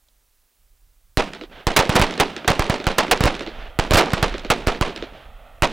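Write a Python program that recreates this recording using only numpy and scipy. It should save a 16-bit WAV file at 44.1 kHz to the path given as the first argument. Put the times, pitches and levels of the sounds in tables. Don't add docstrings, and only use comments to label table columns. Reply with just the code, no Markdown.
import sys
import numpy as np
from scipy import signal
from scipy.fft import rfft, irfft
from scipy.io import wavfile

SR = 44100
rng = np.random.default_rng(int(sys.argv[2]) if len(sys.argv) > 2 else 0)


def ratio_of_db(decibels):
    return 10 ** (np.asarray(decibels, float) / 20)


def put_to_file(sound):
    columns = np.atleast_2d(sound).T
    safe = np.clip(columns, -1, 1)
    whole_steps = np.round(safe * 32767)
    wavfile.write(sys.argv[1], SR, whole_steps.astype(np.int16))


N = 252252
TIME = np.arange(N) / SR


def shaped(spectrum):
    hz, db = np.transpose(spectrum)
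    f = np.arange(N // 2 + 1) * SR / N + 1e-3
    gain = ratio_of_db(np.interp(np.log(f), np.log(hz), db, -90, -90))
    noise = irfft(rfft(rng.standard_normal(N)) * gain, N)
    return noise / np.std(noise)


def bands(x):
    spectrum = rfft(x)
    octave = np.log2(np.arange(N // 2 + 1) * SR / N + 1e-3)
    for centre in np.arange(5, 14.5, 2 / 3):
        offset = np.clip((octave - centre) * 3 / 2, -1, 1)
        yield 2 ** centre, irfft(spectrum * np.cos(np.pi / 2 * offset) ** 2, N)


def grain(rate, spread_db):
    knots = rng.standard_normal(8000)
    gain = ratio_of_db(spread_db * np.interp(TIME * rate, np.arange(len(knots)), knots))
    return gain / np.sqrt(np.mean(gain ** 2))


def burst(s, db, t60, rise):
    power = np.zeros(N)
    for start, level_db, ring in np.broadcast(s, db, t60):
        i = int(start * SR)
        t = np.maximum(TIME[i:i + SR // 2] - start, 0)
        decay = ratio_of_db(level_db - 60 * t / max(ring, 0.002))
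        power[i:i + SR // 2] += (decay * (1 - np.exp(-t / rise))) ** 2
    return power


# (time [s], level [dB])
WIND_SWELL = [(0, -61.5), (.55, -65.5), (.7, -57.5), (1.15, -56), (1.6, -52), (2.4, -53), (3.5, -44.5),
              (3.7, -36.5), (4.5, -38), (5.15, -48.5), (5.25, -39), (5.449, -47), (5.6, -42)]
# (frequency [Hz], relative level [dB per Hz])
WIND_RUMBLE = [(12, -21), (20, 1.5), (35, 4.5), (60, -7), (95, -19.5), (150, -25), (300, -41)]


def wind():
    s, db = np.transpose(WIND_SWELL)
    return shaped(WIND_RUMBLE) * grain(15.0, 4.6) * ratio_of_db(np.interp(TIME, s, db))


# (frequency [Hz], relative level [dB per Hz])
HISS_SPECTRUM = [(200, -5), (600, -5), (2500, -7.5), (7000, -7.5), (13000, -6), (16000, -5.5)]


def hiss():
    return ratio_of_db(-66.5) * shaped(HISS_SPECTRUM)


# (time [s], level [dB], t60 [s])
METAL_CLICK = [(0.085, -52, 0.02)]


def click():
    s, db, t60 = np.transpose(METAL_CLICK)
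    metal = shaped([(500, -4), (800, 2), (1500, -25), (3000, 1), (8000, -10)])
    return metal * np.sqrt(burst(s, db, t60, 0.0005))


# (time [s], rifle, crack level [dB], roar level [dB])
SHOTS_FIRED = [(1.1722, "A", 6.5, -7.5), (1.6688, "B", 6, -14), (1.7633, "D", 36, -1),
               (1.7891, "D", 9, -6.5), (1.8937, "C", -3.5, -19.5), (1.9548, "E", 10, 2),
               (1.9959, "C", 0.5, -16.5), (2.015, "A", 5, -8), (2.199, "E", 14, -2.5),
               (2.4774, "E", 13, -6.5), (2.502, "G", 1.5, -19), (2.594, "B", 6.5, -15),
               (2.6978, "C", 1, -20.5), (2.868, "B", 2, -17), (2.983, "G", 17.5, -4),
               (3.1114, "D", 27.5, 0.5), (3.207, "C", -5, -21.5), (3.238, "A", 5, -14),
               (3.256, "A", 4, -12), (3.789, "B", -3.5, -16.5), (3.9087, "A", 6.5, -10.5),
               (3.9346, "F", 10, -5), (3.947, "E", -0.5, -11), (3.9708, "G", 10.5, 4.5),
               (4.134, "C", 0, -21), (4.2271, "E", 6, -13), (4.5015, "E", 12, -4), (4.671, "A", 7.5, -12.5),
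               (4.8114, "B", 0.5, -16), (5.622, "A", 10.5, -7)]
RIFLE_SETTINGS = {"A": (1.5, 4.5, 0.1721, 0), "B": (1.74, 4, 0.21, 1.5), "C": (3, 2.5, 0.26, -0.5),
                  "D": (2.9, 3.3, 0.16, 0.41), "E": (3, 3.5, 0.1329, 0.5), "F": (3.5, 6, 0.41, -6),
                  "G": (2.5, 2.5, 0.193, -0.5)}
NEAR_DELAY = {"A": .051, "B": .049, "C": .046, "D": .063, "E": .035, "F": .05, "G": .05}
BACK_BANK_MS = [239.5, 224, 240, 240, 204, 222, 198, 241.5, 247, 245, 243, 207, 200, 213, 240, 231, 200,
                226, 218, 213, 213, 240, 230, 210, 207, 221, 247, 208, 213, 230]
MID_ROAR_DB = -8


def shots():
    rows = [(s, crack_db, roar_db, back / 1000, *RIFLE_SETTINGS[rifle], NEAR_DELAY[rifle])
            for (s, rifle, crack_db, roar_db), back in zip(SHOTS_FIRED, BACK_BANK_MS)]
    names = ["s", "crack_db", "roar_db", "back_s", "push_ms", "suction_ms", "t60", "slap_db", "near_s"]
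    return dict(zip(names, np.transpose(rows)))


def blasts():
    lead_ms, blast_db = 0.33, 5
    rebound_db, rebound_ms = -35, 10.5
    shot = shots()
    out = np.zeros(N)
    for s, push, suction in zip(shot["s"], shot["push_ms"], shot["suction_ms"]):
        i = int(s * SR)
        ms = (TIME[i:i + SR // 10] - s) * 1000
        after = ms - lead_ms - push
        wave = np.where(ms < lead_ms, -1, np.clip(-after / 2.0, -1, 1))
        pull = np.clip(after / 0.49, 0, 1) * np.clip((suction + 0.88 - after) / 5.24, 0, 1)
        wave = np.where(after > 0, -pull, wave)
        late = np.maximum(after - suction, 0) / rebound_ms
        rebound = ratio_of_db(rebound_db) * suction * late * np.exp(1 - late)
        out[i:i + len(ms)] += ratio_of_db(blast_db) * wave * (ms >= 0) + rebound
    return out


def crack():
    shot = shots()
    jet = shaped([(300, -1), (900, -0.5), (2500, -5.5), (6000, -21.5), (16000, -58)])
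    return jet * np.sqrt(burst(shot["s"], shot["crack_db"], 0.0074 * shot["push_ms"], 0.00042))


# (frequency [Hz], relative level [dB per Hz])
ROAR_SPECTRUM = [(60, -47), (150, -6.5), (450, 4), (900, 2.5), (1600, -4.5), (2800, -5.5), (5000, -13.5),
                 (9000, -24), (16000, -54)]


def roar():
    shorten_db = 0.2854
    shot = shots()
    start = shot["s"] + (shot["push_ms"] + 0.08 * shot["suction_ms"]) / 1000
    t60 = shot["t60"] * ratio_of_db(-shorten_db * (shot["roar_db"] - MID_ROAR_DB))
    out = np.zeros(N)
    for hz, band in bands(shaped(ROAR_SPECTRUM) * grain(260, 4.5)):
        out += band * np.sqrt(burst(start, shot["roar_db"], t60 / (1 + hz / 9000), 0.0021))
    return out


# (delay [s], level [dB])
LAND_RETURNS = [(0.019, -34.5), (0.048, -29.5), (.11, -33.5), (.14, -38), (.2, -38), (.25, -42), (.28, -45),
                (.31, -49.5), (.35, -38.5), (0.44, -36.5), (.49, -44), (0.581, -55.5), (0.679, -47),
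                (.8, -43.5), (1., -43)]
# (frequency [Hz], relative level [dB per Hz])
BANK_SCATTER = [(60, -19), (190, 2), (450, -4), (900, -8), (1600, -14), (2800, -12), (5000, -22),
                (9000, -32.5), (16000, -52)]
HILLSIDE = [(60, 8.5), (250, -0.5), (700, 2), (1050, -3.5), (1500, 1.5), (2200, -2), (3200, 1.5),
            (5000, -10.5), (9000, -24), (16000, -40)]
FAR_HILLS = [(60, -23), (250, 4), (450, -6), (700, -0.5), (1400, -3.5), (2200, -4.5), (3200, 0),
             (5000, -14), (9000, -30)]


def land():
    reference_s, stretch = 0.24, 0.61
    loud_share = 0.1
    air_db, bass_db = -33.5, -10.5
    hill_s, far_s = 0.34, 0.5
    soil_hz, lag_ms, soil_share = 1800, 1.386, 0.64
    delay, db = np.transpose(LAND_RETURNS)
    shot = shots()
    s, roar_db, back_s = (shot[name][:, None] for name in ("s", "roar_db", "back_s"))
    grid_s = np.arange(N * 1000 // SR + 2) / 1000
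    t = np.maximum(grid_s - s, 0) * (reference_s / back_s) ** stretch
    level_db = np.interp(t, delay, db, -120, -120) + loud_share * roar_db
    hill = np.clip((t - hill_s) / 0.035, 0, 1)
    far = np.clip((t - far_s) / 0.074, 0, 1)
    distant = shaped(FAR_HILLS)
    soil_b, soil_a = signal.butter(2, soil_hz, fs=SR)
    bounce = signal.lfilter(soil_b, soil_a, np.roll(distant, int(lag_ms * SR / 1000)))
    zones = [(shaped(BANK_SCATTER) * grain(220, 3.3), 1 - hill),
             (shaped(HILLSIDE) * grain(110, 1.6), hill - far),
             ((distant + soil_share * bounce) * grain(60, 0.99), far)]
    out = np.zeros(N)
    for noise, share in zones:
        for hz, band in bands(noise):
            treble_loss = air_db * (hz / 6000) ** 0.83
            bass_loss = bass_db * np.clip(np.log2(500 / hz), 0, 1.5)
            power = np.sum(share * ratio_of_db(level_db + (treble_loss + bass_loss) * t) ** 2, axis=0)
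            out += band * np.sqrt(np.interp(TIME, grid_s, power))
    return out


# (snap level [dB], thud level [dB], tick level [dB], base t60 [s])
SLAP_SURFACES = [(-19.5, -31.5, -28, 0.043), (-28, -30.5, -50, 0.036), (-20, -32, -28, 0.042),
                 (-32.5, -42.5, -41.5, 0.074), (-18.5, -20.5, -50, .028), (-23.5, -29, -54, 0.023)]
# (delay from the middling place [s], extra delay per back-bank delay [s/s])
BANK_DELAYS = [(.085, .1), (.153, .45), (.167, .45), (.22, 1), (.237, 1.4)]


def slaps():
    mid_back_s = 0.22
    near_share, spread_db = 0.35, 1.5
    shot = shots()
    delay, extra = np.transpose(BANK_DELAYS)
    snap_db, thud_db, tick_db, t60 = np.transpose(SLAP_SURFACES)
    bank_delay = delay + extra * (shot["back_s"][:, None] - mid_back_s)
    s = shot["s"][:, None] + np.c_[shot["near_s"], bank_delay]
    db = shot["slap_db"][:, None] + spread_db * rng.standard_normal(s.shape)
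    db[:, 0] += near_share * (shot["roar_db"] - MID_ROAR_DB)
    snap = shaped([(700, -23), (1300, 4.5), (2200, 2.5), (4000, 1.0), (6500, -17.5), (9000, -32)])
    tick = shaped([(3000, -10), (5000, 19.5), (7500, 11.5), (10000, 5.0), (14000, -27)])
    thud = shaped([(150, -5), (330, 13), (600, 5.5), (1300, -29)])
    wake = burst(s, db + snap_db - 11.0, 3 * t60, 0.014)
    out = snap * np.sqrt(burst(s, db + snap_db, 0.26 * t60, 0.00059) + wake)
    out += tick * np.sqrt(burst(s, db + tick_db, 0.21 * t60, 0.00064))
    out += thud * np.sqrt(burst(s, db + thud_db, 1.9 * t60, 0.003))
    return out


def scene():
    mono = wind() + hiss() + click() + blasts() + crack() + roar() + land() + slaps()
    return np.array([mono, mono])


def band_limit(x):
    return signal.sosfilt(signal.butter(12, 16810, fs=SR, output="sos"), x)


def record(dry):
    ceiling, coupling_hz, coupling_q, top_hz = 0.308, 15, 1.25, 15800
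    left_db, right_db = -1.65, 1.35
    flat = np.clip(dry, -ceiling, ceiling)
    w = 2 * np.pi * coupling_hz
    coupling_b, coupling_a = signal.bilinear([1, 0, 0], [1, w / coupling_q, w * w], SR)
    sagged = signal.lfilter(coupling_b, coupling_a, flat)
    low_pass = signal.ellip(8, 0.2, 60, top_hz, fs=SR, output="sos")
    cut = signal.sosfilt(low_pass, sagged)
    mix = cut * ratio_of_db(np.array([[left_db], [right_db]]))
    return band_limit(mix)


dry = scene()
out = record(dry)
put_to_file(out)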